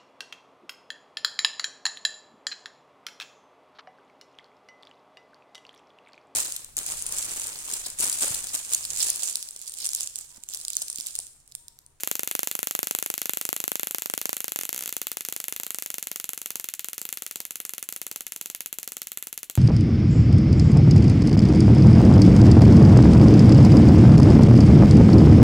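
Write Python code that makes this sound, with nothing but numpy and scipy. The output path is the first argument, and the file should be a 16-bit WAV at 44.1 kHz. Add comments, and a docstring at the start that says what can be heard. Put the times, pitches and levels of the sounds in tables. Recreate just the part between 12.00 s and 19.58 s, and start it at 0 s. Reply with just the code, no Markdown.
"""In a small room, a hand-held high-voltage device arcs across its electrodes above a workbench.
Each spark is a sharp crack (short pulses through broad resonances) with a soft low push of heated air.
Single echoes, bench clutter and a short room tail answer it. Jolts of the microphone circuit add dull thumps,
roughly opposite in the two channels and mostly faint later on. After a hurried burst near 2.6-2.9 s the sparks
gradually slow; the cracks weaken as the battery sags. Faint hiss lies underneath."""
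import sys
import numpy as np
from scipy import signal
from scipy.fft import rfft, irfft
from scipy.io import wavfile

SR = 44100
rng = np.random.default_rng(int(sys.argv[2]) if len(sys.argv) > 2 else 0)


def dump(signal):
    """Clip the signal to [-1, 1] and save it as 16-bit WAV at the path in sys.argv[1]."""
    limited = np.clip(np.atleast_2d(signal).T, -1, 1)
    pcm = np.round(limited * 32767).astype(np.int16)
    wavfile.write(sys.argv[1], SR, pcm)


def level_to_linear(level):
    """Convert decibel levels to linear amplitude factors, elementwise."""
    exponent = np.asarray(level, float) / 20
    return 10 ** exponent


N = 334101
LEAD = 4410   # samples of run-up, cut off before the scene starts

# reflections scattered by bench and room, one frequency band per row:
# low_hz, high_hz, bench_db, bench_t60_s, room_db, room_t60_s, side_db (side relative to mid)
SCATTER_BANDS = [(150, 640, -29, 0.016, -52.5, 0.5, 3), (1000, 4220, -20.5, 0.032, -40, 0.4, -8),
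                 (3860, 10140, -27.5, 0.015, -36.5, 0.13, -18), (8300, 20700, -45, 0.049, -39.5, 0.14, -4)]


def band(x, low_hz, high_hz):
    """Butterworth band-pass."""
    edges_hz = [low_hz, min(high_hz, 0.45 * SR)]
    return signal.sosfilt(signal.butter(2, edges_hz, "band", fs=SR, output="sos"), x)


def lowpass(x, hz):
    """First-order low-pass: a gentle dulling."""
    return signal.lfilter(*signal.butter(1, hz, fs=SR), x)


def highpass(x, order, hz):
    """Butterworth high-pass."""
    return signal.sosfilt(signal.butter(order, hz, "high", fs=SR, output="sos"), x)


def resonance(x, hz, width_hz):
    """Two-pole resonance with a gain of about 1 at its peak."""
    radius = np.exp(-np.pi * width_hz / SR)
    zeros = (1 - radius ** 2) / 2 * np.array([1, 0, -1])
    poles = [1, -2 * radius * np.cos(2 * np.pi * hz / SR), radius ** 2]
    return signal.lfilter(zeros, poles, x)


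def all_pass(x, pole):
    """First-order all-pass: a positive pole delays the lows more, a negative one the highs."""
    return signal.lfilter([-pole, 1], [1, -pole], x)


def convolve(x, response):
    """Long convolution along time, cut to the length of x."""
    return signal.fftconvolve(x, response, axes=-1)[..., :x.shape[-1]]


def strengths(s):
    """Relative crack and thump levels in dB, from spark time, the wait before it and chance."""
    # usual size of the thump over time: time_s, level_db (relative)
    usual_thumps = [(0, -21), (2.4, -22.5), (3.2, -29), (4.2, -32.), (4.9, -46), (7.6, -54)]
    # sparks that thump harder than their neighbours: time_s, level_db (relative)
    hard_thumps = [(2.138, -17), (2.256, -17.5), (5.827, -37), (5.889, -38), (6.016, -29), (6.160, -33),
                   (6.728, -35), (7.173, -33), (7.377, -43)]
    usual_wait_s = 0.04
    start_db, sag_db_per_s = -3.5, 0.9063
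    crack_db_per_doubled_wait, crack_spread_db = 2, 0.74
    thump_db_per_doubled_wait, thump_spread_db = 8, 4.5

    doublings = np.log2(np.diff(s, prepend=s[0] - usual_wait_s) / usual_wait_s)
    chance = rng.standard_normal((len(s), 2))
    crack_db = start_db - sag_db_per_s * s   # the battery sags
    crack_db += crack_db_per_doubled_wait * doublings   # a longer wait stores more charge
    crack_db += crack_spread_db * chance[:, 0]
    thump_db = np.interp(s, *np.transpose(usual_thumps))
    thump_db += thump_spread_db * np.minimum(chance[:, 1], 1)
    thump_db += thump_db_per_doubled_wait * np.minimum(doublings, 0)   # hurried sparks hardly thump
    for hard_s, hard_db in hard_thumps:
        thump_db[np.argmin(abs(s - hard_s))] = hard_db
    return crack_db, thump_db


def cracks(at, level_db):
    """The arc is a line source: a near-end shock, then a duller far-end one of opposite sign; returns both."""
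    # broad resonances that colour the crack: centre_hz, width_hz, level_db (relative)
    crack_modes = [(1180, 2400, -13.5), (2920, 7860, -5.5), (7254, 1150, 3.5), (10490, 2310, -0.5),
                   (14230, 2350, 2.5)]
    span_ms, bend = 0.222, 0.13   # lag from end to end, its relative spread
    far_db, far_hz = -4, 9000
    colour_db = 0.5   # spread of each resonance from spark to spark
    kink, kink_spread = 0.11, 0.11   # shock from near the middle, relative to the near end

    # the path bends anew each time, which shifts the lag and the colour
    chance = rng.standard_normal((len(at), 2 + len(crack_modes)))
    lag = span_ms * SR / 1000 * (1 + bend * chance[:, 0])
    whole, part = lag.astype(int), lag % 1
    shocks = 0
    for k, (hz, width_hz, mode_db) in enumerate(crack_modes):
        ends = np.full((2, N + LEAD), 1e-18)
        height = level_to_linear(level_db + mode_db + colour_db * chance[:, 1 + k])
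        ends[0, at] = height
        ends[0, at + whole // 2] = height * (kink + kink_spread * chance[:, -1])
        # the lag falls between two samples
        ends[1, at + whole] = height * (1 - part)
        ends[1, at + whole + 1] = height * part
        shocks = shocks + (-1) ** k * resonance(ends, hz, width_hz)
    shocks[1] = -level_to_linear(far_db) * lowpass(shocks[1], far_hz)
    return level_to_linear(6.5) * shocks


def pushes(at, level_db):
    """The heated air swells: a soft low push under every crack."""
    below_crack_db, spread_db = 2.0, 2.0
    swell = np.full(N + LEAD, 1e-18)
    swell[at] = -level_to_linear(level_db - below_crack_db + spread_db * rng.standard_normal(len(at)))
    return band(swell, 170, 800)


def thumps(at, level_db):
    """Jolts of the microphone circuit, smoothed, then made to swing back and forth by the coupling high-pass."""
    soft_hz, edge_hz, smear_hz, coupling_hz = 900, 3000, 600, 190
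    lag_ms, uneven, leak_db = 0.18, 0.16, -17

    chance = rng.standard_normal((len(at), 2))
    # either sign, opposed left to right and never quite equal in size
    sides = np.sign(chance[:, 0]) * [[1], [-1]] + uneven * chance[:, 1]
    jolts = np.full((2, N + LEAD), 1e-18)
    jolts[:, at + round(lag_ms * SR / 1000)] = level_to_linear(level_db + 30.5) * sides
    jolts = lowpass(lowpass(jolts, soft_hz), edge_hz)
    jolts = all_pass(jolts, np.exp(-2 * np.pi * smear_hz / SR))   # a falling chirp
    leak = level_to_linear(leak_db) * jolts * [[1], [0.6]]   # a little deep bass gets past, more on the left
    return highpass(jolts, 2, coupling_hz) + leak


def echoes():
    """Impulse response, left and right, of the direct path and the single echoes."""
    # echoes off bench, hand and walls: delay_ms, low_db, high_db, pan_db (left over right)
    echo_paths = [(1.44, -6, -30, 0), (1.86, -22, -24, -2), (3.9, -20, -28, -2), (5.2, -21, -36, -1),
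                  (10.0, -23, -24, 4), (10.45, -20, -30, -1), (11.13, -25, -19, -4), (11.9, -27, -19, 0),
                  (14.33, -27, -23, 1), (15.0, -22, -30, 0), (20.7, -25, -32, 0)]
    split_hz, direct_pan_db, port_gap = 5000, 1.35, 0.32

    lows, highs = np.zeros((2, 2, 2048))
    for delay_ms, low_db, high_db, pan_db in echo_paths:
        sides = level_to_linear(np.array([pan_db, -pan_db]) / 2)
        lows[:, round(delay_ms * SR / 1000)] += level_to_linear(low_db) * sides
        highs[:, round(delay_ms * SR / 1000)] += level_to_linear(high_db) * sides
    split = signal.butter(2, split_hz, fs=SR)
    response = signal.lfilter(*split, lows) + highs - signal.lfilter(*split, highs)
    response[:, 1] = level_to_linear(np.array([direct_pan_db, -direct_pan_db]) / 2)
    # the left port is a fraction of a sample nearer
    response[:, [0, 2]] = port_gap / 2 * np.array([[1.0, 0.046], [-0.054, 1]])
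    return response


def grains(count, low_hz, high_hz, side_db):
    """Uneven, grainy stereo reflections in one band, before any decay."""
    mid, side = band(rng.laplace(0, 1, (2, count)), low_hz, high_hz)
    return mid + level_to_linear(side_db) * side * [[1], [-1]]


def clutter(x, at):
    """Quick reflections off things on the bench; each spark takes one of a few paths, each with its own answer."""
    paths, start_s = 4, 0.0006
    s, heard = np.arange(1024) / SR, 0
    latest_spark = np.searchsorted(at, np.arange(len(x)), "right")
    path = rng.integers(0, paths, len(at) + 1)[latest_spark]
    for k in range(paths):
        answer = 0
        for low_hz, high_hz, bench_db, bench_t60_s, _, _, side_db in SCATTER_BANDS:
            decay = level_to_linear(bench_db - 60 * s / bench_t60_s) * (s > start_s)
            answer = answer + decay * grains(len(s), low_hz, high_hz, side_db)
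        taken = (x * (path == k))[None]
        heard = heard + signal.oaconvolve(taken, answer, axes=-1)[:, :len(x)]
    return heard


def scatter():
    """Impulse response of dense room reflections: quiet at first, boosted as the walls answer, then decaying."""
    room_starts_ms, first_walls_db, first_walls_s = 8.4, 6, 0.011
    s, response = np.arange(SR // 2) / SR, 0
    since = s - room_starts_ms / 1000
    boost = level_to_linear(first_walls_db * np.exp(-abs(since) / first_walls_s) * (since > 0))
    walls = np.clip(since / 0.002, 0.25, 1) * boost
    for low_hz, high_hz, _, _, room_db, room_t60_s, side_db in SCATTER_BANDS:
        decay = level_to_linear(room_db - 60 * s / room_t60_s)
        response = response + walls * decay * grains(len(s), low_hz, high_hz, side_db)
    return response


def hiss():
    """Faint room and microphone noise: shaped white noise, its own in each channel."""
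    # noise spectrum: pitch_hz, level_db (relative, per Hz)
    noise_curve = [(30, 16), (60, 8), (300, 7.5), (2000, -29), (8000, -36), (16000, 2.5)]
    rms_db = -65.5
    hz, level_db = np.transpose(noise_curve)
    bins_hz = np.arange(1, N // 2 + 2) * SR / N
    shape = level_to_linear(np.interp(np.log(bins_hz), np.log(hz), level_db))
    noise = irfft(rfft(rng.standard_normal((2, N))) * shape, N)
    return level_to_linear(rms_db) * noise / noise.std()


def scene():
    """Sparks heard through bench and room, with thumps and hiss."""
    # when the gap breaks down: start_s
    spark_times = [0.0346, 0.0744, 0.1137, 0.154, 0.194, 0.2331, 0.275, 0.3125, 0.3517, 0.3922, 0.432,
                   0.4729, 0.5133, 0.5523, 0.591, 0.6301, 0.6716, 0.7099, 0.7511, 0.791, 0.8303, 0.8711,
                   0.9102, 0.9498, 0.9875, 1.026, 1.0615, 1.1017, 1.14, 1.1791, 1.217, 1.2569, 1.2945,
                   1.3348, 1.372, 1.4128, 1.4522, 1.4904, 1.5288, 1.5642, 1.6022, 1.6402, 1.6791, 1.7177,
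                   1.7555, 1.796, 1.8322, 1.8711, 1.9097, 1.9471, 1.9838, 2.021, 2.0587, 2.0991, 2.1379,
                   2.1774, 2.2147, 2.2559, 2.293, 2.3301, 2.3675, 2.4046, 2.4432, 2.4811, 2.5202, 2.5601,
                   2.5891, 2.6114, 2.6343, 2.6527, 2.6919, 2.7287, 2.7455, 2.762, 2.7782, 2.791, 2.8083,
                   2.8241, 2.837, 2.8589, 2.8772, 2.892, 2.9261, 2.9666, 3.0163, 3.0694, 3.1166, 3.1705,
                   3.2079, 3.2503, 3.2866, 3.325, 3.3635, 3.4019, 3.4413, 3.4828, 3.5244, 3.5631, 3.599,
                   3.6339, 3.6659, 3.7057, 3.7457, 3.7858, 3.8232, 3.861, 3.903, 3.942, 3.9829, 4.027,
                   4.0709, 4.1153, 4.1596, 4.1996, 4.2422, 4.2916, 4.3332, 4.3767, 4.4164, 4.4594, 4.505,
                   4.5564, 4.598, 4.6428, 4.6876, 4.7385, 4.7941, 4.8448, 4.8854, 4.932, 4.9803, 5.0156,
                   5.0529, 5.0901, 5.1271, 5.1725, 5.2217, 5.2644, 5.311, 5.358, 5.4031, 5.4522, 5.5079,
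                   5.5567, 5.602, 5.6514, 5.6933, 5.7361, 5.7812, 5.8272, 5.8891, 5.925, 5.9625, 6.0162,
                   6.0664, 6.114, 6.1602, 6.2075, 6.2669, 6.3212, 6.3619, 6.4123, 6.4587, 6.5002, 6.5486,
                   6.6064, 6.66, 6.7279, 6.786, 6.8304, 6.8764, 6.92, 6.9683, 7.0179, 7.0709, 7.1184,
                   7.1734, 7.2256, 7.2705, 7.328, 7.377, 7.431, 7.4985, 7.5534]
    earlier_spark_s = -0.0048   # still ringing at the start
    s = np.r_[earlier_spark_s, spark_times]
    at = np.round(s * SR).astype(int) + LEAD
    crack_db, thump_db = strengths(s)
    near, far = cracks(at, crack_db)
    push = pushes(at, crack_db)
    heard = convolve((near + far)[None], echoes()) + push + thumps(at, thump_db)
    # scattered paths hear the arc from all sides: near shock only, so no comb
    scattered = near + push
    heard += clutter(scattered, at)
    heard += convolve(scattered[None], scatter())
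    return heard[:, LEAD:] + hiss()


def low_pass(x):
    """Removes everything above the highest recorded frequency."""
    return signal.sosfilt(signal.butter(12, 16800, fs=SR, output="sos"), x)


def record(dry):
    """The microphone cuts deep bass and top, dips near 5 kHz and spreads each crack in time."""
    x = highpass(dry, 1, 30)
    x = signal.sosfilt(signal.butter(6, 15200, fs=SR, output="sos"), x)
    x = x - 0.49 * resonance(x, hz=5080, width_hz=1050)
    for pole in 0.45, 0.45, -0.5:
        x = all_pass(x, pole)
    return low_pass(x)


dry = scene()
out = record(dry)
dump(out)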